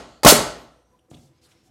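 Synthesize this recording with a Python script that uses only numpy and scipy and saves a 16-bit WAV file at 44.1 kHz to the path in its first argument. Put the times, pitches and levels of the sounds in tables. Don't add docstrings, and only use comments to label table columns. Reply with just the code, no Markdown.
import sys
import numpy as np
from scipy import signal
from scipy.fft import rfft, irfft
from scipy.io import wavfile
from scipy.ndimage import map_coordinates

SR = 44100
rng = np.random.default_rng(int(sys.argv[2]) if len(sys.argv) > 2 else 0)


def inscribe(sig):
    pcm = np.round(np.clip(np.atleast_2d(sig).T, -1, 1) * 32767)
    wavfile.write(sys.argv[1], SR, pcm.astype(np.int16))


def gain_from_db(level_db):
    decades = np.asarray(level_db, float) / 20
    return 10 ** decades


N = 74970
LEAD = SR // 2
M = N + LEAD
T = (np.arange(M) - LEAD) / SR

# (frequency [Hz], t60 [s])
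ECHO_T60 = [(60, 0.87), (150, 0.57), (500, 0.54), (1500, 0.48), (4000, 0.45), (8000, 0.34), (15000, .2)]
# (frequency [Hz], level [dB])
ECHO_COLOUR = [(60, -1), (200, -2), (700, -1.5), (1600, 3.5), (4000, -3.5), (9000, 2), (15000, -1)]
# (frequency [Hz], level [dB])
HUSH_COLOUR = [(38, -22.5), (60, -0.5), (300, -4), (500, -9), (1000, -14.5), (2500, -26), (12500, -31.5),
               (15500, -44)]
# (frequency [Hz], level [dB])
HUM = [(333.8, -77), (500.6, -78.5), (748.3, -85.5), (1001, -84)]
# (start [s], length [s], level [dB], centre
# [Hz], width [Hz])
SCUFFS = [(.06, .14, -66.5, 3040, 900), (.044, .2, -66, 4400, 610), (.041, .16, -69.5, 7000, 1500),
          (.56, .1, -70, 12370, 4800), (1.109, .01, -57, 2600, 3000), (1.139, .016, -52.5, 3400, 1300),
          (1.139, .02, -63, 7500, 5000), (1.162, .025, -64, 2600, 1500), (1.115, .03, -66, 6000, 8000),
          (1.2, .1, -71, 5400, 6000), (1.12, .035, -64, 2000, 1470), (1.33, .08, -76, 4500, 4000),
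          (1.412, .04, -64, 4740, 5100), (1.43, .045, -62.5, 4100, 1800), (1.426, .055, -65.5, 8800, 4500),
          (1.425, .14, -69, 1350, 2000), (1.48, .065, -66.5, 7000, 7000), (1.506, .027, -64, 3300, 1700),
          (1.53, .11, -72, 4500, 5000), (1.626, .07, -70, 6500, 8000), (1.22, .58, -75, 2480, 3000),
          (.989, .01, -68, 2900, 900), (.989, .008, -73, 8800, 2500), (1.513, .008, -63, 2800, 2500),
         (1.099, .024, -60, 7500, 5000), (1.095, .21, -66, 6000, 9000)]
# (start [s], length [s], level [dB], centre [Hz], width [Hz])
TINKLES = [(.66, .42, -83, 5728, 130), (.66, .36, -84, 6182, 100), (.68, .2, -88, 9205, 60),
           (.66, .3, -86, 8300, 300), (1.35, .11, -81, 5020, 200), (1.365, .026, -81, 6510, 80),
           (1.46, .04, -76, 5050, 350), (1.485, .035, -75, 5350, 350), (1.505, .04, -74, 5600, 350),
           (1.53, .08, -77, 5450, 450), (1.58, .16, -79, 5450, 400), (1.435, .04, -73, 4650, 250),
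           (1.445, .025, -74, 8500, 700), (1.645, .05, -78, 3540, 160), (1.435, .035, -83, 14000, 900)]
# (time [s], level [dB], contact [ms], crack level [dB])
BUMPS = [(.2322, -17.5, .5, -32.5), (.2345, -17.5, .5, -42), (.2604, 4.5, 0.54, -19.5),
         (.2664, -1.5, 0.21, -10), (.271, -5, 0.2, -11), (.2775, 1.5, .6, -11.5), (.2816, -7, .7, -13.5),
         (.2888, -13, .2, -8.5), (.2918, -6.5, 0.84, -17), (.2955, -4.5, .8, -11.5), (.2992, -8, .7, -14.5)]
# (frequency [Hz], level [dB], t60 [s])
GUN_MODES = [(362, -11.5, 0.01), (517, -9.5, 0.02), (620, 2, .03), (719, -1.5, 0.024), (838, -5, 0.02),
             (994, -4, 0.02), (1273, -6.5, 0.023), (1861, -3.5, 0.028), (2111, -2, .022), (3070, -4, .02),
             (4014, -7, 0.04)]
# (time [s], level [dB], contact [ms], crack level [dB])
BLOWS = [
    (0.2476, -4, .6, -11.5),
    (0.2488, -5, 2.4, -17.5),
    (0.2546, -6, 4.3, -25.5),
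]
# (time [s], level [dB], contact [ms])
RECOIL = [
    (0.2522, -2.5, 2.6),
    (0.2581, -9, 1.7),
]
# (frequency [Hz], level [dB], t60 [s])
FRAME_MODES = [(127.73, -8.5, .07), (174, -10, 0.083), (244.5, -7, 0.14), (304.3, -8.5, 0.09),
               (387, -7.5, .025), (520, -1.5, .02), (600, -2, 0.0046), (832, -3, 0.034),
               (1083, -0.5, 0.045)]
# (start [s], attack [s], hold [s], release t60 [s], level [dB], tilt [dB per octave])
VALVE_AIR = (.2328, .0005, .007, .07, -24, .1)
# (start [s], attack [s], hold [s], release t60 [s], level [dB], tilt [dB per octave])
NAIL_AIR = (.2478, .001, .008, .06, -15, 1.5)
# (start [s], attack [s], hold [s], release t60 [s], level [dB], tilt [dB per octave])
EXHAUST = [
    (0.262, 0.0059, 0.0067, 0.057, 1.5, -4.5),
    (0.271, .008, 0.024, 0.1, -3.5, 2),
]
# (frequency [Hz], level [dB])
AIR_COLOUR = [(400, -18), (1000, -1), (1650, -8), (2000, -7.5), (2600, -4), (4300, 0), (9000, -6.5),
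              (15800, -15)]
BOOM_HZ = 59.2, 74.5, 102.3
# (level [dB], t60 [s])
BOOM_RING = [(-31.5, 1), (-32.5, 0.7), (-35.5, .7)]
# (frequency [Hz], level [dB], t60 [s])
HOUSING_MODES = [(420, -2, 0.03), (501, -3.5, .03), (760, -7.5, 0.036), (116, -14, 0.08)]
# (time [s], level [dB], contact [ms])
STEPS = [(1.1147, -41.5, 0.81), (1.1201, -52.5, 1.1), (1.128, -51.5, 1), (1.1342, -44, 2.3),
         (1.148, -45, 1.5), (1.187, -48.5, 3.2), (1.219, -61, 2.3), (1.337, -62, 4.4), (1.41, -57, 4.9),
         (1.551, -61.5, 1.7), (1.63, -59.5, 1.3), (1.69, -56, 3.4)]
# (frequency [Hz], level [dB], t60 [s])
FLOORBOARD_MODES = [(73, -12, 0.18), (131, 3.5, 0.06), (174, -14, 0.1), (261, -4, 0.085),
                    (324, -4.5, 0.039), (417, -1, 0.011), (530, -4.5, 0.018), (710, 2, 0.018),
                    (900, -19, 0.023), (1200, -2, 0.013)]


def curve(table, hz):
    a = np.array(table, float)
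    return np.interp(np.log(hz), np.log(a[:, 0]), a[:, 1])


def noise(gain):
    hz = np.arange(M // 2 + 1) * SR / M + 1
    x = irfft(rfft(rng.standard_normal(M)) * gain(hz), M)
    return x / np.sqrt(np.mean(x ** 2))


def flutter(rate_hz):
    return noise(lambda hz: 1 / (1 + (hz / rate_hz) ** 2))


def push(start, db, ms):
    phase = np.clip((T - start) / (ms / 1000), 0, 1)
    return gain_from_db(db) * np.sin(np.pi * phase) / (ms * SR / 2000)


def ring(force, modes, alternate=True):
    out = 0
    for k, (hz, db, t60) in enumerate(modes):
        pole = np.exp(2j * np.pi * hz / SR - np.log(1000) / (t60 * SR))
        sign = (-1) ** (k * alternate)
        out = out + sign * gain_from_db(db) * signal.lfilter([1], [1, -pole], force).imag
    return out


def gate(start, attack, hold, t60):
    release = np.clip(T - start - attack - hold, 0, 9)
    return np.clip((T - start) / attack, 0, 1) * gain_from_db(-60 * release / t60)


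def cut(x, hz):
    return signal.sosfilt(signal.butter(2, hz, "high", fs=SR, output="sos"), x)


def slide(rows):
    out = 0
    for start, length, db, hz, width in rows:
        swell = np.sin(np.pi * np.clip((T - start) / length, 0, 1)).clip(0) ** .7
        band = noise(lambda f: 1 / (1 + ((f - hz * hz / f) / width) ** 2) / (1 + (f / 13820) ** 2))
        out = out + gain_from_db(db) * swell * band
    return out * gain_from_db(0.5 * flutter(120))


def earlier(x):
    lead_s = .56
    return np.roll(x, -int(lead_s * SR)) * (T < .5)


def workshop_echo(x):
    late_db, late_stretch, rise_s = -26, 1.8, .008
    drift_ms, drift_hz, low_cut_hz = .12, 18, 60
    t = np.arange(M) / SR
    tail = 0
    for hz in 40 * 2 ** (np.arange(27) / 3):
        t60 = curve(ECHO_T60, hz)
        band = noise(lambda f: np.exp(-(np.log2(f / hz) * 4) ** 2))
        decay = gain_from_db(-60 * t / t60) + gain_from_db(late_db - 60 * t / t60 / late_stretch)
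        tail = tail + band * gain_from_db(curve(ECHO_COLOUR, hz)) * decay * np.sqrt(hz / t60)
    tail = tail * np.clip(t / rise_s, 0, 1)
    echo = signal.fftconvolve(x, tail / np.sqrt(np.sum(tail ** 2)))[:M]
    drift = drift_ms / 1000 * SR * flutter(drift_hz)
    echo = map_coordinates(echo, [np.arange(M) + drift], mode="mirror")
    return cut(cut(echo, low_cut_hz), low_cut_hz)


def hush():
    return gain_from_db(-66.5 + 1.5 * flutter(4)) * noise(lambda hz: gain_from_db(curve(HUSH_COLOUR, hz)))


def hum():
    return sum(gain_from_db(db + 3 + 7.1 * flutter(19)) * np.sin(2 * np.pi * hz * T) for hz, db in HUM)


def scuffs():
    return slide(SCUFFS)


def bump_force():
    return sum(push(start, db, ms) for start, db, ms, _ in BUMPS)


def gun_body():
    return ring(bump_force(), GUN_MODES)


def crack():
    snap = sum(gain_from_db(db) * gate(start, 0.0006, .0005, 0.017) for start, _, _, db in BLOWS + BUMPS)
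    return snap * noise(lambda hz: hz / (hz + 900) / (1 + hz / 7000))


def exhaust():
    out = 0
    for *envelope, db, tilt_db in [VALVE_AIR, NAIL_AIR] + EXHAUST:
        jet = noise(lambda hz: gain_from_db(curve(AIR_COLOUR, hz) + tilt_db * np.log2(hz)))
        out = out + gain_from_db(db) * gate(*envelope) * jet
    return out * gain_from_db(1.2 * flutter(250))


def nail_force():
    blows = sum(push(start, db, ms) for start, db, ms, _ in BLOWS)
    return blows - sum(push(*row) for row in RECOIL)


def timber():
    return ring(nail_force() + gain_from_db(-13) * bump_force(), FRAME_MODES, alternate=False)


def boom():
    return ring(np.abs(nail_force()), [(hz, *row) for hz, row in zip(BOOM_HZ, BOOM_RING)])


def piston_return():
    return -ring(push(.3231, -1, 0.6), HOUSING_MODES, alternate=False)


def shot():
    struck = gun_body() + timber() + piston_return()
    return cut(cut(struck, 140), 140) + crack() + exhaust()


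def tinkles():
    return slide(TINKLES)


def steps():
    force = sum(push(*row) for row in STEPS)
    return cut(ring(force, FLOORBOARD_MODES, alternate=False), 83)


def scene():
    gun, rumble, boots = shot(), boom(), steps()
    grit = scuffs() + tinkles()
    both_shots = gun + gain_from_db(0.5) * earlier(gun)
    echo = workshop_echo(gain_from_db(-8.5) * both_shots + boots + gain_from_db(-8.5) * grit)
    direct = gun + rumble + gain_from_db(1.0) * earlier(rumble) + boots + grit
    return (direct + echo + hush() + hum())[None, LEAD:]


def band_limit(x):
    return signal.sosfilt(signal.butter(12, 15920, fs=SR, output="sos"), x)


def record(dry):
    drive_db, knee, ceiling = 1.08, 9, .91
    x = gain_from_db(drive_db) * cut(dry, 40)
    x = ceiling * x / (1 + np.abs(x) ** knee) ** (1 / knee)
    x = cut(x, 40)
    x = signal.sosfiltfilt(signal.ellip(6, .1, 40, 15800, fs=SR, output="sos"), x)
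    return band_limit(x)


dry = scene()
out = record(dry)
inscribe(out)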